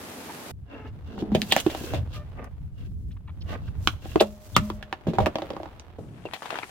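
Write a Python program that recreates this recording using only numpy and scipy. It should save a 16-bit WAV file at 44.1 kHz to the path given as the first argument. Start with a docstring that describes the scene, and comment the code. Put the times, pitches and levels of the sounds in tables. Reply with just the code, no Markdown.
"""A gritty hiss of a car tyre on rough asphalt comes first, then a hollow plastic duck being run over, hard cut.
The duck's shell rubs, buckles and cracks: noise grains and sharp snaps drive resonances of air and wall.
Decaying sines make low hollow rings, short harmonic tones the squeaks; noise makes growls, rumble and thuds.
A last hard cut leads to a tyre creeping into a pile of small plastic balls, which scrape and knock together."""
import sys
import numpy as np
from scipy import signal
from scipy.fft import rfft, irfft, next_fast_len
from scipy.io import wavfile
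from scipy.ndimage import map_coordinates

SR = 44100
rng = np.random.default_rng(int(sys.argv[2]) if len(sys.argv) > 2 else 0)


def master_out(mix):
    """Clip the mix to full scale and print it as 16-bit PCM to the path in sys.argv[1]."""
    frames = np.transpose(np.atleast_2d(mix))
    ceiling = np.clip(frames, -1, 1)
    pcm = np.round(ceiling * 32767).astype(np.int16)
    wavfile.write(sys.argv[1], SR, pcm)


N = 295470
TIME = np.arange(N) / SR
FIRST_CUT_S, SECOND_CUT_S = 0.515, 5.985

# The shell buckles or hits the road with a hollow knock; t60 is that of the driving chatter:
# start_s, hollow_hz, hollow_db, panel_hz, panel_db, crack_db, t60_s
SHELL_KNOCKS = [(1.179, 241, -41, 830, -44, -63, 0.065), (1.223, 220, -30, 710, -45.5, -63, 0.036),
                (1.318, 208, -28, 740, -41, -49.5, 0.79), (1.349, 190, -23.5, 572, -23.5, -32, 0.076),
                (1.664, 348, -21, 610, -30.5, -41.5, 0.033), (1.699, 400, -46, 634, -39, -40.5, 0.17),
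                (1.748, 290, -41.5, 690, -35, -44.5, 0.025), (1.81, 256, -36.5, 530, -49, -64, 0.039),
                (1.837, 323, -39, 540, -43.5, -54, 0.024), (1.936, 243, -33.5, 630, -30.5, -40, 0.2),
                (4.056, 210, -43, 710, -44.5, -66, 0.031), (4.158, 388, -19.5, 644, -23.5, -41.5, 0.021),
                (4.2102, 485, -23.5, 575, -16, -39, 0.085), (4.701, 320, -40, 1030, -36, -46, 0.012),
                (5.069, 280, -27.5, 513, -33, -49, 0.13), (5.083, 191, -23, 460, -33.5, -49.5, 0.22),
                (5.135, 377, -34.5, 620, -36, -48.5, 0.22), (5.185, 241, -28, 760, -20.5, -40.5, 0.058),
                (5.203, 164, -30.5, 596, -25, -42.5, 0.24), (5.266, 276, -27.5, 684, -25, -43, 0.043)]
KNOCK_TREBLE_DB = -10  # relative to the crack
# The plastic splits; t60 is that of the driving chatter:
# start_s, crack_db, crack_pitch_ratio, tear_to_snap_ratio, treble_db, panel_hz, panel_db, t60_s
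SHELL_CRACKS = [(1.418, -30.5, 1.23, 0.47, -41, 1800, -59, 0.011),
                (1.523, -21.5, 1.16, 0.53, -26.5, 720, -26.5, 0.027),
                (1.5643, -29, 0.79, 0.83, -31, 657, -21.5, 0.018),
                (1.601, -42, 1.1, 1.2, -35.5, 875, -61, 0.047),
                (2.443, -73, 1.5, 5, -59.5, 850, -58, 0.036),
                (3.8733, -21.5, 0.92, 1.2, -37, 1290, -23.5, 0.02),
                (4.2055, -32, 1.14, 4.2, -33.5, 553, -23.5, 0.056),
                (4.565, -18.5, 0.79, 2.1, -25, 1150, -16.5, 0.014),
                (4.8266, -45.5, 0.81, 1.1, -60, 714, -50, 0.029),
                (4.927, -36.5, 0.78, 0.58, -53.5, 810, -33.5, 0.042),
                (5.26, -32.5, 0.76, 0.88, -45, 650, -30, 0.041),
                (5.797, -52, 1.37, 3, -65, 870, -64, 0.0083)]
CRACK_HOLLOW_HZ, CRACK_HOLLOW_DB = 280, -8.5  # level relative to the panel
# The freed wreck rocks and taps the road: start_s, panel_hz, panel_db, crack_db
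WRECK_TAPS = [(5.356, 585, -28, -38.5), (5.385, 620, -34.5, -47), (5.42, 596, -34, -46),
              (5.445, 645, -44.5, -68), (5.504, 487, -33, -47), (5.534, 480, -38, -57),
              (5.566, 675, -38.5, -56.5), (5.601, 554, -37.5, -68), (5.632, 680, -41, -54.5),
              (5.657, 740, -43, -60.5)]
TAP_HOLLOW_HZ, TAP_HOLLOW_DB = 313, -4  # level relative to the panel
TAP_TREBLE_DB, TAP_T60_S = -16.5, 0.058  # treble relative to the crack
HIT_S = .03  # each part of a hit has its energy stated as rms over this time
# Spectrum of a crack before its pitch ratio: pitch_hz, relative_level_db
CRACK_COLOUR = [(700, -47.5), (1600, 17), (3500, 20.5), (5000, 13), (7000, 0), (12000, -67)]
# Spectrum of the finest treble: pitch_hz, relative_level_db
FINE_HISS_COLOUR = [(2500, -8.5), (6500, -4.5), (10000, -9.5), (13000, -6), (16000, -8.5)]
# The dented body rings after a knock: pitch_hz, width_hz, level_db
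BODY_RING_MODES = [(400, 100, -2.5), (691, 34, -8)]
# The split wall rings on: pitch_hz, width_hz, level_db
WALL_RING_MODES = [(1748, 86, 4.5), (2760, 12, -16.5), (3320, 12, -10), (3830, 56, -25.5), (6270, 390, -2)]

# The duck slides over grit: start_s, hold_s, rub_db, crunch_db
DUCK_SLIDES = [(0.706, 0.18, -44.5, -64.5), (1.073, 0.078, -48, -62.5), (1.193, 0.016, -46, -48),
               (1.521, 0.072, -35.5, -35), (1.668, 0.31, -41.5, -47), (2.143, 0.025, -44.5, -46),
               (2.374, 0.066, -57, -71), (2.79, 0.074, -56.5, -61.5), (3.502, 0.037, -42.5, -45),
               (3.648, 0.039, -54, -59.5), (4.031, 0.23, -53, -51.5)]
SLIDE_ATTACK_S, SLIDE_RELEASE_S = 0.044, 0.036  # time for 20 dB
SLIDE_HISS_DB = -10  # relative to the crunch
SLIP_UNEVEN_DB, SLIP_UNEVEN_PER_S = 2, 6.8  # the shell catches and lets go as it slides
# Short and longer swells of fine hiss: start_s, hold_s, level_db
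HISS_SWELLS = [(1.41, 0.48, -47.5), (3.86, 0.023, -47), (4.06, 0.3, -58), (4.45, 0.27, -54)]
# The tread scrubs the dented body along in coarse jerks: start_s, hold_s, level_db
TREAD_SCRUBS = [(2.378, .085, -45), (3.505, 0.063, -38)]
# Shell resonances: pitch_hz, width_hz, level_db
SHELL_MODES = [(424, 98, -1.5), (710, 88, 1), (937, 110, -3), (1200, 190, 5.5), (1750, 81, 8),
               (2810, 160, 8)]
SMEAR_T60_S = .035
FLEX_SHARE, FLEX_PER_S = .03, 4  # how far and how fast the shell's resonances wander as it bends
# Spectrum of shell rubbing on road: pitch_hz, relative_level_db
RUB_COLOUR = [(120, -14.5), (220, 9.5), (420, 9), (650, 3), (1000, -0.5), (2000, -7), (3600, -18.5),
              (5000, -72.5)]
# Spectrum of grit crunching under the shell: pitch_hz, relative_level_db
CRUNCH_COLOUR = [(700, -39.5), (1500, 5.5), (3300, 9.5), (5500, -1.5), (15000, -33)]
# Spectrum of the tread straining on the asphalt: pitch_hz, relative_level_db
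TREAD_COLOUR = [(300, 5), (850, 2), (1600, -5), (3400, -12.5), (7000, -30)]
# Hollow low growls of noise, one long, one very short: start_s, hold_s, level_db
HOLLOW_GROWLS = [(1.19, 0.24, -34.5), (1.53, 0.035, -37.5)]
GROWL_ATTACK_S, GROWL_RELEASE_S = .13, 0.02  # time for 20 dB
# Hollow resonances of the growl: pitch_hz, width_hz, level_db
GROWL_MODES = [(208, 14, 12.5), (418, 67, -1.5), (740, 145, -9.5)]
# Where the duck lies as it is shoved about: time_s, left_minus_right_db
DUCK_PAN = [(.85, 0.5), (1.38, -1), (1.55, 0), (4.6, -0.5), (4.93, -0.5), (5.9, -2)]

# Rubber slips on grit or plastic; pitch is mid-slip:
# start_s, length_s, pitch_hz, pitch_unsteadiness_share, step_per_overtone_db, level_db
RUBBER_SQUEAKS = [(0.277, 0.051, 867, 0.21, -9, -43), (0.682, 0.25, 433.7, 0.039, -3, -52),
                  (1.509, 0.026, 3300, 0.16, 10, -22.5), (2.133, 0.079, 1200, 0.023, -18, -49),
                  (2.139, 0.11, 602, 0.032, -6, -51), (3.103, 0.036, 2740, 0.5, -1, -63),
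                  (3.164, 0.014, 1270, 0.22, -7.5, -58), (3.272, 0.04, 1070, 0.3, -5, -53),
                  (3.404, 0.028, 4200, 0.21, -10.5, -53.5), (3.674, 0.022, 1250, 0.347, -6, -52.5),
                  (4.196, 0.018, 3483, 0.385, -6, -24), (4.545, 0.033, 3260, 0.12, -4, -32),
                  (6.248, 0.031, 2700, 0.035, -6, -46.5), (6.624, 0.024, 2085, 0.134, -6, -41)]
# Low hollow tones ring and decay; level is before decay: start_s, level_db, t60_s
LOW_RINGS = [(1.316, -13, 0.25), (4.214, -26.5, 0.42), (4.612, -23.5, 0.55), (5.186, -21, 0.27)]
LOW_RING_HZ, LOW_RING_ATTACK_S = 210, .008
# A faint, wavering higher hollow tone lingers and dies away; level is before decay: # start_s, level_db, t60_s
HIGH_HUMS = [(4.22, -48.5, 1.7), (4.6, -46.5, 1.55)]
HUM_HZ = 614

# The balls shift and knock; t60 is that of the driving chatter: start_s, pitch_hz, knock_db, click_db, t60_s
BALL_KNOCKS = [(5.986, 424, -43, -70.5, 0.079), (6.254, 458, -36, -56, 0.046),
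               (6.335, 740, -38, -37.5, 0.08), (6.421, 900, -39, -46.5, 0.27),
               (6.457, 885, -42, -47, 0.051), (6.5045, 825, -36, -42, 0.033), (6.528, 533, -37, -59, 0.079),
               (6.556, 1120, -37.5, -46.5, 0.073), (6.572, 815, -49, -56, 0.041),
               (6.587, 760, -38.5, -46, 0.017), (6.632, 1440, -39.5, -65, 0.013)]
BALL_HOLLOW_HZ, BALL_HOLLOW_DB = 378, -8  # level relative to the knock
BALL_TREBLE_DB = -11  # relative to the click
# Ball resonances: pitch_hz, width_hz, level_db
BALL_MODES = [(760, 40, 6), (2580, 250, -25)]
# The pile scrapes along the road: start_s, hold_s, level_db
PILE_SHOVES = [(6.53, 0.032, -38)]
# Spectrum of grit under tread and balls: pitch_hz, relative_level_db
GRIT_COLOUR = [(200, -7.5), (800, 7.5), (3200, -3), (12000, -45.5)]
# The tyre slows as it nears the balls: time_s, rumble_db, grit_db, hiss_db
BALL_ROLL = [(6.0, -37, -63.5, -67), (6.1, -42.5, -62, -70.5), (6.3, -46.5, -53, -65.5),
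             (6.39, -59, -54.5, -55.5), (6.7, -53, -54.5, -53.5)]
# Spectrum of that rolling rumble: pitch_hz, relative_level_db
ROLL_COLOUR = [(25, -13.5), (120, 3.5), (300, -8.5), (1200, -29.5), (3000, -54)]

# The car's low rumble and the grit straining under its tread: time_s, rumble_db, grit_db
CAR_LEVELS = [(.55, -39, -73.5), (.68, -47.5, -64), (.97, -41, -58), (1.5, -44, -46.5), (2.05, -36, -52.5),
              (2.3, -37.5, -55.5), (3.0, -34, -73), (3.38, -39, -60.5), (3.75, -30, -54.5),
              (4.4, -46.5, -55.5), (4.75, -39.5, -52), (5.0, -55.5, -52.5), (5.45, -46.5, -43),
              (5.95, -46, -55.5)]
GRIT_HISS_DB = -21.5  # relative to the grit level
RUMBLE_UNEVEN_DB, RUMBLE_UNEVEN_PER_S = 2, 7
# Spectrum of the car's rumble: pitch_hz, relative_level_db
RUMBLE_COLOUR = [(22, -6.5), (45, 2.5), (80, 7.5), (130, -2), (280, -20), (1000, -56.5)]
# Soft low thuds and swells of low noise: start_s, hold_s, level_db
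LOW_THUDS = [(.92, 0.065, -43), (1.35, 0.045, -44), (1.94, 0.08, -29), (3.5, 0.02, -36.5),
             (4.572, 0.027, -21.5), (5.075, 0.018, -35), (5.205, 0.019, -21.5)]
THUD_ATTACK_S, THUD_RELEASE_S = 0.034, 0.057  # time for 20 dB
# Spectrum of the thuds: pitch_hz, relative_level_db
THUD_COLOUR = [(22, -9), (45, -7), (85, 9.5), (140, -2), (280, -13), (1000, -59.5)]
# Spectrum of the opening roll: pitch_hz, relative_level_db
OPENING_COLOUR = [(25, -38), (85, -12.5), (140, -18.5), (220, -10), (850, -18), (6000, -30), (14000, -31),
                  (16000, -39)]
OPENING_DB = -40
# How alike left and right are, from -1 opposite to 1 identical: pitch_hz, likeness
STEREO_LIKENESS = [(30, -0.14), (160, 0.94), (350, 0.85), (800, 0.43), (2000, 0.12), (12000, -0.3)]
CUTOFF_HZ = 16000


def knocks():
    """Dull blows: mostly enclosed air and panel, with a short ring of the body."""
    rows = [(s, hollow_hz, hollow_db, panel_hz, panel_db, crack_db, crack_db + KNOCK_TREBLE_DB, t60)
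            for s, hollow_hz, hollow_db, panel_hz, panel_db, crack_db, t60 in SHELL_KNOCKS]
    blows = hits(rows, scatter=1.0, crack_scatter=6.1, hollow_width=0.44, panel_width=0.26, crack_life=0.76)
    return blows + resonances(blows, BODY_RING_MODES)


def cracks():
    """Sharp splits, from one clean snap to a ragged tear, that leave the wall ringing."""
    splits = np.zeros((2, N))
    for s, crack_db, pitch, ragged, treble_db, panel_hz, panel_db, t60 in SHELL_CRACKS:
        hollow_db = panel_db + CRACK_HOLLOW_DB
        row = (s, CRACK_HOLLOW_HZ, hollow_db, panel_hz, panel_db, crack_db, treble_db, t60)
        splits += hits([row], scatter=0.92, crack_scatter=ragged, hollow_width=0.97, panel_width=0.31,
                       crack_life=1.0, crack_pitch=pitch)
    return splits + resonances(splits, WALL_RING_MODES)


def rocking():
    """The freed wreck taps the road: each tap drives its air and panel, with a very short crack."""
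    rows = [(s, TAP_HOLLOW_HZ, panel_db + TAP_HOLLOW_DB, panel_hz, panel_db,
             crack_db, crack_db + TAP_TREBLE_DB, TAP_T60_S)
            for s, panel_hz, panel_db, crack_db in WRECK_TAPS]
    return hits(rows, scatter=1.1, crack_scatter=3, hollow_width=0.27, panel_width=0.36, crack_life=0.23)


def hits(rows, scatter, crack_scatter, hollow_width, panel_width, crack_life, crack_pitch=1):
    """A wall snaps over and chatters to rest; this drives the enclosed air, the panel and a bright crack."""
    out, t = np.zeros((2, N)), TIME[:SR // 4]
    crack_colour = np.multiply(CRACK_COLOUR, [crack_pitch, 1])
    for s, hollow_hz, hollow_db, panel_hz, panel_db, crack_db, treble_db, t60 in rows:
        chatter = spread(rng.standard_normal((2, len(t))) * from_db(2.7 * drift(170, size=len(t))))
        snap = np.zeros((2, len(t)))
        snap[0, 0] = snap[1, 2] = np.sqrt(len(t))  # the right side comes two samples later
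        # the push moves the whole wall; the tear is its sharper, more ragged part
        push = snap + scatter * rms_one(chatter * from_db(-60 * t / t60))
        tear = snap + crack_scatter * rms_one(chatter * from_db(-60 * t / (t60 * crack_life)))
        hollow = resonance(push, hollow_hz, hollow_width * hollow_hz)
        hollow = band(hollow, 0.12 * hollow_hz, 1.12 * hollow_hz)
        panel = resonance(push, panel_hz, panel_width * panel_hz)
        panel = band(panel, 0.31 * panel_hz, 1.85 * panel_hz)
        crack = coloured(tear, crack_colour)
        treble = coloured(tear, FINE_HISS_COLOUR)
        parts = [(hollow, hollow_db), (panel, panel_db), (crack, crack_db), (treble, treble_db)]
        hit = sum(from_db(db) * rms_one(part) for part, db in parts)
        add(out, s, hit * np.sqrt(HIT_S / t[-1]))
    return out


def friction():
    """Uneven slips shake the shell as it rubs; grit crunches and hisses under shell and tread."""
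    _, road = gains_in_time(CAR_LEVELS)
    rub, crunch, hiss = friction_gains()
    slips = grains(per_s=700, size_db=4.0, smooth=.6)
    shell = rms_one(flexing(resonances(smeared(slips), SHELL_MODES)))
    smeared_rub = flexing(smeared(slips))
    grit = grains(per_s=600, size_db=3.2, smooth=.9)
    fine_grit = grains(per_s=5000, size_db=1, smooth=0.3)
    catching = rms_one(from_db(SLIP_UNEVEN_DB * drift(SLIP_UNEVEN_PER_S)))
    sound = catching * rub * coloured(2.2 * smeared_rub + shell, RUB_COLOUR)
    sound += crunch * coloured(grit + 0.25 * shell, CRUNCH_COLOUR)
    sound += scrubs()
    sound += road * coloured(grit, TREAD_COLOUR)
    hiss = np.hypot(hiss, from_db(GRIT_HISS_DB) * road)  # the two hisses add as power
    return sound + hiss * coloured(fine_grit, FINE_HISS_COLOUR)


def friction_gains():
    """Rub and crunch gains of the slides, and the hiss gain of slides and hiss swells."""
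    rub_rows = [(s, hold, db) for s, hold, db, _ in DUCK_SLIDES]
    crunch_rows = [(s, hold, db) for s, hold, _, db in DUCK_SLIDES]
    rub = swells(rub_rows, SLIDE_ATTACK_S, SLIDE_RELEASE_S)
    crunch = swells(crunch_rows, SLIDE_ATTACK_S, SLIDE_RELEASE_S)
    hiss_swells = swells(HISS_SWELLS, attack_s=0.067, release_s=0.095)
    return rub, crunch, from_db(SLIDE_HISS_DB) * crunch + hiss_swells


def scrubs():
    """Sparse, uneven slips, smeared and coloured like the rub."""
    jerks = band(smeared(grains(per_s=400, size_db=2.5, smooth=.2)), 290, 3600)
    return swells(TREAD_SCRUBS, SLIDE_ATTACK_S, SLIDE_RELEASE_S) * coloured(jerks, RUB_COLOUR)


def smeared(x):
    """A short burst of decaying noise smears the rub and colours it."""
    t = TIME[:SR // 8]
    burst = rng.standard_normal(len(t)) * from_db(-60 * t / SMEAR_T60_S)
    return rms_one(signal.oaconvolve(x, burst[None], axes=1)[:, :N])


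def flexing(x):
    """All resonances of a steady sound wander together as the shell bends: it is read at a varying speed."""
    place = np.cumsum(1 + FLEX_SHARE * drift(FLEX_PER_S)) % (N - 1)
    return np.array([map_coordinates(side, [place], mode="nearest") for side in x])


def growls():
    """Hollow low growls: noise through a few low resonances."""
    hollow = resonances(spread(rng.standard_normal((2, N))), GROWL_MODES)
    return swells(HOLLOW_GROWLS, GROWL_ATTACK_S, GROWL_RELEASE_S) * rms_one(band(hollow, 110, 890))


def squeaks(flutter_db, sag):
    """Stick-slip gives a short harmonic tone that sags as the strain eases; when very unsteady, a scuff."""
    out = np.zeros((2, N))
    for s, length, hz, unsteady, overtone_db, db in RUBBER_SQUEAKS:
        size = int(length * SR)
        wobble, flutter = drift(740, size=SR)[:size], drift(80, size=SR)[:size]
        sagging_hz = hz * np.linspace(1 + sag, 1 - sag, size)
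        phase = 2 * np.pi * np.cumsum(sagging_hz * (1 + unsteady * wobble + .012 * flutter)) / SR
        # the left-right phase difference of a partial grows with its pitch
        partials = [from_db(overtone_db * k) * np.sin(k * phase + k * hz / 4500 * np.array([[1], [-1]]))
                    for k in range(1, 7) if k == 1 or k * hz < 4000]
        tone = sum(partials) * from_db(flutter_db * flutter) * signal.windows.tukey(size, .7)
        add(out, s, from_db(db) * rms_one(tone))
    return out


def hollow_rings():
    """Low hollow tones ring and decay as sines; a higher hollow tone wavers and dies away."""
    out, t = np.zeros((2, N)), TIME[:SR]
    ring = np.sin(2 * np.pi * LOW_RING_HZ * t) * np.minimum(t / LOW_RING_ATTACK_S, 1)
    for s, db, t60 in LOW_RINGS:
        add(out, s, from_db(db - 60 * t / t60) * ring)
    for s, db, t60 in HIGH_HUMS:
        hum = np.sin(2 * np.pi * HUM_HZ * t + .5 * drift(19, size=SR))
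        hum = rms_one(hum * from_db(2 * drift(22, size=SR)))
        add(out, s, from_db(db - 60 * t / t60) * hum)
    return out


def car_rumble():
    """Low noise for the car's rumble swells unevenly; the same noise makes soft low thuds and swells."""
    car, _ = gains_in_time(CAR_LEVELS)
    lumps = rms_one(from_db(RUMBLE_UNEVEN_DB * drift(RUMBLE_UNEVEN_PER_S)))
    low_noise = spread(rng.standard_normal((2, N)))
    thuds = swells(LOW_THUDS, THUD_ATTACK_S, THUD_RELEASE_S)
    return car * lumps * coloured(low_noise, RUMBLE_COLOUR) + thuds * coloured(low_noise, THUD_COLOUR)


def crushed_duck():
    """Buckling shell, growls and friction on grit, with hollow rings, echoes and the rumble of the car."""
    blows = knocks() + cracks() + rocking()
    left, = gains_in_time(DUCK_PAN)
    duck = (blows + friction() + growls()) * np.sqrt([left, 1 / left])
    echoes = from_db(-12.0) * underbody(blows, t60=0.079) + from_db(-27) * underbody(blows, t60=0.33)
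    return duck + hollow_rings() + echoes + car_rumble()


def ball_taps():
    """Small hollow balls knock together: air, wall and a click for each contact."""
    rows = [(s, BALL_HOLLOW_HZ, db + BALL_HOLLOW_DB, hz, db, click_db, click_db + BALL_TREBLE_DB, t60)
            for s, hz, db, click_db, t60 in BALL_KNOCKS]
    return hits(rows, scatter=1.15, crack_scatter=5.6, hollow_width=0.5, panel_width=0.55, crack_life=1.0)


def nudged_balls():
    """The tread rolls on grit and nudges the pile, which scrapes, taps and resonates."""
    rumble, grit, hiss = gains_in_time(BALL_ROLL)
    road = rumble * coloured(spread(rng.standard_normal((2, N))), ROLL_COLOUR)
    road += hiss * rms_one(band(rng.standard_normal((2, N)), 2240, 11000))
    shove = swells(PILE_SHOVES, attack_s=0.076, release_s=0.091)
    scrape = (grit + shove) * coloured(grains(per_s=900, size_db=5.0, smooth=0.5), GRIT_COLOUR)
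    pile = (scrape + ball_taps()) * panned(1.9)
    ring = from_db(-17.0) * resonances(pile, BALL_MODES)
    return road + pile + ring + from_db(-13.5) * underbody(pile, t60=0.13)


def opening_roll():
    """A steady gritty hiss of the car creeping over asphalt: dense grains over smooth noise."""
    return from_db(OPENING_DB) * coloured(grains(per_s=1500, size_db=2.5, smooth=2), OPENING_COLOUR)


def underbody(x, t60):
    """Short, dull reflections between road and car floor, as decaying noise."""
    t = TIME[:SR // 3]
    echoes = band(rng.standard_normal((2, len(t))), 120, 10000)
    echoes = echoes * from_db(-60 * t / t60) * (t > .004)  # silent for the first 4 ms
    return signal.oaconvolve(x, rms_one(spread(echoes)) / np.sqrt(len(t)), axes=1)[:, :N]


def grains(per_s, size_db, smooth):
    """Clumped slips of uneven size over a share of smooth friction noise."""
    born = rng.random(N) < per_s * from_db(4 * drift(25)) / SR
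    sizes = born * from_db(size_db * np.minimum(rng.exponential(1, N), 3.5))
    slips = rms_one(sizes * rng.standard_normal((2, N)))
    return rms_one(spread(slips + smooth * rng.standard_normal((2, N))))


def resonances(x, modes):
    """What a hollow body's modes give back, signs alternating."""
    return sum((-1) ** k * from_db(db) * resonance(x, hz, width) for k, (hz, width, db) in enumerate(modes))


def resonance(x, hz, width_hz):
    """Two-pole resonance with gain close to 1 on top."""
    r = np.exp(-np.pi * width_hz / SR)
    zeros = np.array([1, 0, -1]) * (1 - r * r) / 2
    return signal.lfilter(zeros, [1, -2 * r * np.cos(2 * np.pi * hz / SR), r * r], x)


def band(x, low_hz, high_hz):
    """Gentle band-pass."""
    edges = [low_hz, min(high_hz, .45 * SR)]
    return signal.sosfilt(signal.butter(2, edges, "band", fs=SR, output="sos"), x)


def coloured(x, spectrum):
    """Causal (minimum-phase) filter with the given spectrum, then rms 1."""
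    size = 2048
    log_gain = at_hz(spectrum, np.arange(size + 1) * SR / (2 * size)) * np.log(10) / 20
    cepstrum = irfft(log_gain)
    cepstrum[1:size] *= 2  # folding the cepstrum forward makes the filter minimum-phase
    cepstrum[size + 1:] = 0
    response = irfft(np.exp(rfft(cepstrum)))
    return rms_one(signal.oaconvolve(x, response[None], axes=1)[:, :x.shape[1]])


def spread(pair):
    """Two unrelated signals become left and right: alike in the low mids, apart in the treble."""
    size = next_fast_len(pair.shape[1])
    mid, side = rfft(pair, size)
    alike = np.clip(at_hz(STEREO_LIKENESS, np.arange(len(mid)) * SR / size), -.99, .99)
    sides = np.sqrt(1 + alike) * mid + np.sqrt(1 - alike) * side * [[1], [-1]]
    return irfft(sides, size)[:, :pair.shape[1]] / np.sqrt(2)


def leaning(x, hz, width_hz, db):
    """Around one pitch the left is louder than the right by db (negative: quieter)."""
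    return x + (panned(db) - 1) * resonance(x, hz, width_hz)


def panned(db):
    """Left and right gains that differ by db."""
    return from_db(np.array([[db], [-db]]) / 2)


def swells(rows, attack_s, release_s):
    """Summed gain of (start, hold, dB) events; each moves 20 dB in the attack and release times."""
    gain = 0
    for s, hold, db in rows:
        away = np.maximum((s - TIME) / attack_s, (TIME - s - hold) / release_s)
        gain = gain + from_db(db - 20 * np.clip(away, 0, 10))
    return gain


def gains_in_time(rows):
    """One gain curve for each dB column."""
    s, *columns = np.transpose(rows)
    return [from_db(np.interp(TIME, s, c)) for c in columns]


def drift(rate, size=N):
    """Smooth chance with spread near 1, made at a fortieth of the sample rate."""
    r = np.exp(-80 * np.pi * rate / SR)
    noise = rng.standard_normal(size // 40 + 2002)
    slow = signal.lfilter([1], [1, -2 * r, r * r], noise)[2000:]  # skip the filter's start
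    return np.interp(np.arange(size) / 40, np.arange(len(slow)), rms_one(slow))


def at_hz(points, hz):
    """Read a table on a log-frequency axis."""
    points = np.array(points)
    return np.interp(np.log(hz + 1), np.log(points[:, 0]), points[:, 1])


def from_db(db):
    """Decibels to gain."""
    return 10 ** (np.asarray(db) / 20)


def rms_one(x):
    """Scale to rms 1."""
    return x / np.sqrt(np.mean(x ** 2) + 1e-20)


def add(out, s, sound):
    """Mix a sound in at time s."""
    start = int(round(s * SR))
    out[:, start:start + sound.shape[-1]] += sound[..., :N - start]


def scene():
    """Opening roll, crushed duck and nudged balls follow each other with hard cuts; squeaks run through all."""
    squeals = squeaks(flutter_db=3.0, sag=0.029)
    opening = opening_roll() + squeals
    duck = leaning(crushed_duck() + squeals, hz=3300, width_hz=790, db=-4.0)
    balls = leaning(nudged_balls() + squeals, hz=2360, width_hz=2700, db=8.0)
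    return np.where(TIME < FIRST_CUT_S, opening, np.where(TIME < SECOND_CUT_S, duck, balls))


def record(dry):
    """The highest peaks are rounded and the top is cut."""
    rounded = 1.2 * np.tanh(dry / 1.2)
    return signal.sosfilt(signal.ellip(10, .2, 80, CUTOFF_HZ, fs=SR, output="sos"), rounded)


dry = scene()
out = record(dry)
master_out(out)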